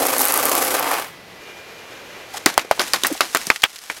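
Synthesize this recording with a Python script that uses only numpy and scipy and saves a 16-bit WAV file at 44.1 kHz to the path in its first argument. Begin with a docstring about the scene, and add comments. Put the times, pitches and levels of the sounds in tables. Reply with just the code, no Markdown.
"""With the engine idling, a car tyre rolls over brittle snack sticks on asphalt, close to the microphone:
for the first second they fracture with knocks, cracks and splinters. The engine is then heard alone.
From 2.3 s the tyre squeezes a row of liquid-filled plastic sachets, which crinkle and burst one by one.
Each gives a sharp pop (the loud ones overload the microphone), a short scatter under the wheel arch
and a spray of drops that patter on the road."""
import sys
import numpy as np
from scipy import signal
from scipy.fft import rfft, irfft
from scipy.io import wavfile
from scipy.ndimage import uniform_filter1d

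SR = 44100
rng = np.random.default_rng(int(sys.argv[2]) if len(sys.argv) > 2 else 0)


def bounce(signal):
    """Save signal as a 16-bit WAV file at the path given by the first command-line argument."""
    frames = np.transpose(np.atleast_2d(signal))
    limited = np.clip(frames, -1, 1)
    pcm = np.round(limited * 32767).astype(np.int16)
    wavfile.write(sys.argv[1], SR, pcm)


N = 176400
T = np.arange(N) / SR

# Bursting sachets (time [s], pop level [dB], first pitch [Hz], last pitch [Hz], ring decay [s],
# tear level [dB], scatter level [dB], scatter low cut [Hz], spray level [dB], spray decay [s])
BURSTS = [ (2.46, -8, 5200, 4200, 0.00063, 2.5, -16, 250, -22.5, 0.037),
          (2.4637, 5, 1560, 2150, 0.00093, -9, -19.5, 497, -28, .02),
          (2.578, 15, 1800, 578, 0.00083, -0.5, -20, 446, -29.5, 0.036),
          (2.7121, 12, 1300, 580, 0.00088, -8, -18.5, 300, -24.5, 0.018),
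          (2.7955, 7, 4400, 2620, 0.00017, -12.5, -14, 200, -17.5, 0.023),
          (2.935, 3.5, 5500, 3970, 0.00059, -4, -14.5, 300, -18.5, 0.024),
          (3.0355, -2.5, 3300, 4000, 0.00081, -7.5, -22, 200, -24, 0.021),
          (3.0480, -4.5, 1500, 1920, 0.0013, -18, -18, 350, -17.5, 0.018),
          (3.207, 4, 1850, 1170, 0.00081, -8, -16, 254, -21.5, 0.029),
          (3.3486, 6.5, 1570, 970, 0.00043, -4, -14, 302, -32, 0.056),
          (3.5018, 14.5, 890, 2540, 0.00094, -10, -13.5, 604, -55, 0.026),
          (3.6380, 11.5, 1190, 3380, 0.0012, -2.5, -13, 1210, -42, 0.011),
          (3.9, -9.5, 1670, 2440, 0.0015, -40, -25, 550, -55, 0.019)]
SCATTER_S, SCATTER_SHAPE, SCATTER_GAP_S = 0.015, 1.57, 0.0025
FRACTURES_PER_S = 4500


def bursts():
    """Sudden pressure release: each sachet tears and rings briefly, and the pop scatters under the car."""
    out, t = np.zeros(N), T[:SR // 10]
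    tear_hz, tear_s = 5000, 0.0015
    # Spectrum of the scattered sound (frequency [Hz], gain [dB])
    wash_colour = [(100, -42.5), (300, 0), (1400, 1.5), (2500, -3), (5000, -11.5), (16000, -70)]
    fade = np.exp(-(t / SCATTER_S) ** SCATTER_SHAPE)
    for start, pop_db, first_hz, last_hz, ring_s, tear_db, scatter_db, low_cut_hz, _, _ in BURSTS:
        tear = amp(tear_db) * hiss(tear_hz, 0.92, len(t)) * np.exp(-t / tear_s)
        pop = band(amp(pop_db) * ring(t, first_hz, last_hz, ring_s) + tear, 236, "high")
        lumps = amp(2.5 * walk(per_s=350)[:len(t)])
        noise = band(colour(rng.standard_normal(len(t)), wash_colour), low_cut_hz, "high")
        wash = unit(noise * lumps) * fade
        echo = unit(scatter(pop)) * np.sqrt(np.mean(fade ** 2))
        add(out, start, pop + amp(scatter_db) * (wash + 0.41 * echo))
    return out


def crunch():
    """Brittle fracture: sticks give way in small collapses, each a flurry of broadband impulses."""
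    # Band envelopes before their trims (time [s], knock level [dB], crack level [dB], splinter level [dB])
    levels = [(0, -19.5, -28, -20.5), (0.07, -29.5, -26, -20.5), (0.17, -29.5, -27, -21),
              (0.21, -27, -27.5, -15.5), (0.26, -34.5, -26, -21), (0.45, -28, -27, -20.5),
              (0.6, -27, -26, -18.5), (0.70, -30.5, -28.5, -22), (0.74, -24, -24.5, -18.5),
              (0.78, -33.5, -25, -25), (0.86, -31.5, -27, -28), (0.9, -31.5, -25.5, -23.5),
              (0.955, -33, -23.5, -25), (1.03, -40, -32, -32), (1.11, -67, -46, -47)]
    # Spectrum of the fractures (frequency [Hz], gain [dB])
    fracture_colour = [(100, -30), (222, -24.5), (250, -3.5), (380, -6.5), (520, -2.5), (680, -4),
                       (860, -2.5), (1000, -7), (1170, -3), (1600, -6), (2500, -9), (3700, -16.5),
                       (7500, -14), (10000, -13), (11700, -10), (16000, -19)]
    collapse_s, release_s, grind_share = .0028, 0.026, .95
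    knock_edge_hz, splinter_edge_hz = 684, 4430
    onsets = np.abs(clicks(per_s=190, spread_db=1.25))
    collapses = signal.lfilter([1], [1, -np.exp(-1 / (collapse_s * SR))], onsets)
    fractures = clicks(FRACTURES_PER_S, spread_db=2.5) * (grind_share + unit(collapses))
    crackle = colour(fractures + amp(-4.5) * scatter_spread(fractures), fracture_colour)
    knocks = band(crackle, knock_edge_hz, "low", order=4)
    cracks = band(crackle, [knock_edge_hz, splinter_edge_hz], "band", order=4)
    splinters = band(crackle, splinter_edge_hz, "high", order=4)
    out = 0
    for column, (trim_db, part) in enumerate([(1, knocks), (0.5, cracks), (-3, splinters)], start=1):
        steady = part / np.sqrt(uniform_filter1d(part ** 2, SR // 20) + 1e-12)  # unit rms over 50 ms
        out = out + amp(trim_db) * steady * curve(levels, column)
    return out * np.exp(-np.maximum(T - levels[-1][0], 0) / release_s)


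def snaps():
    """Release of elastic strain: single sticks break with a bright crack, bundles with a woody knock."""
    # Single sticks snapping (time [s], level [dB])
    sticks = [(0.0685, -6), (0.1826, -4), (0.2024, -4), (0.2078, -6), (0.218, -3), (0.2438, -8),
              (0.2533, -1), (0.273, -4), (0.2843, -4), (0.3228, -2.5), (0.3408, 0), (0.3595, -8),
              (0.3757, -2), (0.455, -1), (0.495, -0.5), (0.5526, -3), (0.6488, -6.5), (0.7958, -4)]
    # Bundles giving way against the road (time [s], level [dB], last pitch [Hz])
    bundles = [(0.0551, -9, 630), (0.137, -11, 970), (0.207, -10, 830), (0.3378, -11, 890),
               (0.3769, -9.5, 840), (0.392, -13, 850), (0.4403, -9, 630), (0.4895, -13, 950),
               (0.5341, -13, 980), (0.6121, -13.5, 750), (0.7969, -14, 840), (0.808, -10, 800),
               (0.8239, -15, 835), (0.8693, -9, 880), (0.9124, -10, 825)]
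    snap_hz, snap_s = 11000, .0006
    cracks, knocks, t = np.zeros(N), np.zeros(N), T[:SR // 20]
    for start, db in sticks:
        hz = snap_hz * np.exp(.12 * rng.random())
        add(cracks, start, amp(db) * hiss(hz, 0.16, len(t)) * np.exp(-t / snap_s))
    for start, db, hz in bundles:
        knock = ring(t, first_hz=1.55 * hz, last_hz=hz, decay_s=0.002)
        add(knocks, start, amp(db) * band(knock, 280, "high", order=4))
    return cracks + knocks + scatter(amp(-17) * cracks + amp(-9) * knocks)


def spray():
    """Incoherent sources add in power: drops patter after each burst; wet film fizzes under the tread."""
    # Spectrum of drops on the road (frequency [Hz], gain [dB])
    spray_colour = [(100, -19), (270, 7), (450, -2.5), (800, 4.5), (1800, 4.5), (3000, -1), (5500, -1),
                    (8500, -8), (12000, -7), (16000, -24)]
    # Spectrum of the wet film (frequency [Hz], gain [dB])
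    fizz_colour = [(150, -11), (600, -3), (1800, -0.5), (6000, -2.5), (9000, -6), (12000, -7.5),
                   (16000, -20)]
    # Fizz of the squeezed film (time [s], level [dB])
    squeeze = [(2.29, -54), (2.325, -41.5), (2.378, -26.5), (2.395, -47), (2.69, -55), (2.78, -38),
               (2.87, -31), (3.0, -38.5), (3.13, -33.5), (3.18, -36.5), (3.3, -36), (3.48, -32), (3.6, -41),
               (3.74, -42.5), (3.87, -40.5), (3.97, -35), (4.0, -44)]
    rise_s = 0.0068
    power = 0
    for start, *_, spray_db, decay_s in BURSTS:
        age = np.maximum(T - start, 0)
        shower = amp(spray_db) * (1 - np.exp(-age / rise_s)) * np.exp(-age / decay_s)
        power = power + 2 * shower ** 2
    patter = np.sqrt(power) * droplets(spray_colour)
    fizz = curve(squeeze) * (T > squeeze[0][0]) * droplets(fizz_colour)
    return patter + fizz


def droplets(spectrum):
    """Shot noise: tiny random impacts and their reflections merge into an uneven patter."""
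    drops = clicks(per_s=13000, spread_db=4.5) * amp(2.2 * walk(per_s=130))
    return unit(colour(drops + .5 * scatter_spread(drops), spectrum))


def film():
    """Damped transients: as the sachets flatten, film crinkles and liquid gulps with trapped air."""
    # Crinkles and squirts (time [s], level [dB], centre frequency [Hz], decay [s])
    crinkles = [(2.541, -21.5, 5000, .0015), (2.5939, -18.5, 1700, 0.0057), (2.815, -19, 1700, 0.0025),
                (2.96, -15.5, 2000, 0.0028), (3.0683, -9, 12000, 0.0029), (3.126, -26, 9500, 0.0088),
                (3.177, -28, 4000, .002), (3.2091, -5, 2970, 0.0016), (3.3704, -13, 9150, 0.0022),
                (3.371, -15, 1350, 0.0023), (3.415, -12, 4020, 0.00047), (3.469, -14, 6000, 0.0015),
                (3.56, -19.5, 2360, 0.0049), (3.620, -20.5, 3660, 0.0038), (3.634, -9, 1400, .003),
                (3.759, -28.5, 3800, 0.0064), (3.789, -21.5, 4450, 0.00095), (3.8986, -20.5, 1370, 0.0045)]
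    # Gulps, rising slightly in pitch (time [s], level [dB], first pitch [Hz], decay [s])
    gulps = [(2.343, -26.5, 750, 0.013), (2.4611, -4.5, 308, 0.0032), (2.648, -20.5, 416, 0.0029),
             (2.776, -21.5, 625, .003), (2.791, -14, 550, 0.0027), (3.034, -16, 336, 0.004),
             (3.101, -22, 510, 0.0075), (3.113, -18, 292, 0.011), (3.151, -21, 700, 0.0035),
             (3.472, -18.5, 187, 0.003)]
    out, t = np.zeros(N), T[:SR // 10]
    for start, db, hz, decay_s in crinkles:
        add(out, start, amp(db) * hiss(hz, 0.55, len(t)) * np.exp(-t / decay_s))
    attack = 1 - np.exp(-t / 0.0013)
    for start, db, hz, decay_s in gulps:
        roughness = .85 * hiss(hz, 0.29, len(t)) * np.exp(-t / decay_s)
        gulp = (ring(t, hz, hz * 1.09, decay_s) + roughness) * attack
        add(out, start, amp(db) * band(gulp, hz / 2, "high"))
    return out + amp(-15.5) * scatter(out)


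def hollow():
    """Cavity resonance: fractures ring the gap under the tread, narrowly at first, later broadly."""
    # Resonances (time [s], half length [s], centre frequency [Hz], half width [octaves], level [dB])
    resonances = [(0.48, 0.2, 1172, 0.041, -27.5), (0.917, 0.058, 1000, 0.18, -24.5)]
    out = 0
    for at_s, span_s, hz, octaves, db in resonances:
        fractures = clicks(FRACTURES_PER_S, spread_db=2.5)
        rung = band(fractures, [hz / 2 ** octaves, hz * 2 ** octaves], "band", order=1)
        swell = np.exp(-((T - at_s) / span_s) ** 2)
        out = out + amp(db) * unit(band(rung, hz / 2, "high")) * swell
    return out


def idle():
    """Masking: the idling car is a rush with a thin whine, which sinks into it as the sachets are neared."""
    # Rush beside the sticks (frequency [Hz], gain [dB])
    sticks_colour = [(30, -24), (90, -12), (165, -6), (230, -12.5), (470, -8), (1400, -14), (2300, -13.5),
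                     (5000, -21), (8500, -31.5), (12000, -29.5), (16000, -39)]
    # Rush beside the sachets (frequency [Hz], gain [dB])
    sachets_colour = [(30, -26), (81, -11.5), (260, -10), (437, -2.5), (801, -7.5), (962, -9.5),
                      (2120, -8.5), (3140, -12.5), (5300, -18.5), (6400, -19), (8800, -28.5), (9900, -27.5),
                      (12000, -25), (16000, -37)]
    # Whine as the sachet pass begins (frequency [Hz], level against the rush [dB])
    partials = [(1602, -19), (2001, -18), (2401, -10), (2799, -19), (2910, -17.5)]
    # The car during the sachet pass (time [s], level [dB])
    levels = [(1.42, -39), (1.8, -39), (2.25, -39), (3.0, -42.5), (3.7, -68), (4.0, -52)]
    sachet_pass_s, fade_db_per_s = 1.405, 3
    by_sticks = unit(colour(rng.standard_normal(N), sticks_colour)) + whine(hz=1988, db=-10)
    fade = amp(-fade_db_per_s * np.maximum(T - sachet_pass_s, 0))
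    tones = sum(whine(hz, db) for hz, db in partials) * fade
    by_sachets = unit(colour(rng.standard_normal(N), sachets_colour)) + tones
    flutter = amp(.8 * walk(per_s=23.72))
    return np.where(T < sachet_pass_s, amp(-41) * by_sticks, by_sachets * curve(levels)) * flutter


def whine(hz, db):
    """Random amplitude and frequency modulation make a thin tone waver."""
    gain = amp(db + 2 * walk(per_s=14.3))
    pitch = hz * (1 + .0012 * walk(per_s=29.2))
    return gain * np.sqrt(2) * np.sin(2 * np.pi * np.cumsum(pitch) / SR)


def scatter(x):
    """Diffuse reflection between road, tyre and wheel arch: convolution with a short unit-energy echo."""
    t = T[:SR // 10]
    echo = rng.standard_normal(len(t)) * np.exp(-(t / SCATTER_S) ** SCATTER_SHAPE) * (t > SCATTER_GAP_S)
    return signal.fftconvolve(x, echo / np.linalg.norm(echo))[:len(x)]


def scatter_spread(x, count=3):
    """Distributed source: clicks come from several places, each with its own reflections."""
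    place = rng.integers(count, size=N)
    return sum(scatter(x * (place == k)) for k in range(count))


def ring(t, first_hz, last_hz, decay_s, glide_s=0.000596):
    """Damped oscillation whose pitch glides quickly to its last value."""
    hz = last_hz + (first_hz - last_hz) * np.exp(-t / glide_s)
    return -np.sin(2 * np.pi * np.cumsum(hz) / SR) * np.exp(-t / decay_s)


def clicks(per_s, spread_db):
    """Poisson impulses of either sign, a few much larger than the rest."""
    hits = rng.random(N) < per_s / SR
    sizes = amp(spread_db * np.minimum(rng.exponential(size=N), 5))
    return hits * sizes * rng.choice([-1, 1], N)


def hiss(hz, octaves, size):
    """Band-limited noise at unit rms, reaching the given octaves to each side of hz."""
    edges = [hz / 2 ** octaves, hz * 2 ** octaves]
    return unit(band(rng.standard_normal(size), edges, "band", order=1))


def walk(per_s):
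    """Slow random drift at unit rms: a moving average of random steps."""
    hold = int(SR / per_s)
    steps = np.repeat(rng.standard_normal(N // hold + 1), hold)
    return unit(uniform_filter1d(steps, hold)[:N])


def colour(x, points, size=4096):
    """Minimum-phase filter through points of (frequency [Hz], gain [dB])."""
    hz, db = np.array(points).T
    f = np.maximum(np.fft.rfftfreq(size, 1 / SR), 1)
    gain = amp(np.interp(np.log(f), np.log(hz), db))
    cepstrum = irfft(np.log(gain))
    cepstrum[1:size // 2] *= 2  # folding onto positive time makes the filter causal
    cepstrum[size // 2 + 1:] = 0
    return signal.fftconvolve(x, irfft(np.exp(rfft(cepstrum))))[:len(x)]


def band(x, hz, kind, order=2):
    """Butterworth filter: a maximally flat passband."""
    sections = signal.butter(order, np.minimum(hz, SR / 2 - 1000), kind, fs=SR, output="sos")
    return signal.sosfilt(sections, x)


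def curve(rows, column=1):
    """Amplitude envelope interpolated from one dB column of a time table."""
    rows = np.array(rows)
    return amp(np.interp(T, rows[:, 0], rows[:, column]))


def amp(db):
    """Decibels to amplitude ratio."""
    return 10 ** (np.asarray(db) / 20)


def unit(x):
    """Normalisation to rms 1."""
    return x / np.sqrt(np.mean(x ** 2) + 1e-20)


def add(out, start, x):
    """Superpose x on out from start [s]."""
    i = max(int(start * SR), 0)
    out[i:i + len(x)] += x[:max(N - i, 0)]


def scene():
    """Linear superposition: sticks first, then sachets, over the idling car."""
    return (crunch() + hollow() + snaps() + bursts() + spray() + film() + idle())[None]


def record(dry):
    """Overload clips the loud pops flat; a steep low-pass cuts the top above 15.8 kHz."""
    low_pass = signal.ellip(8, .05, 50, 15800, fs=SR, output="sos")
    return signal.sosfiltfilt(low_pass, np.clip(dry, -1, 1))


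dry = scene()
out = record(dry)
bounce(out)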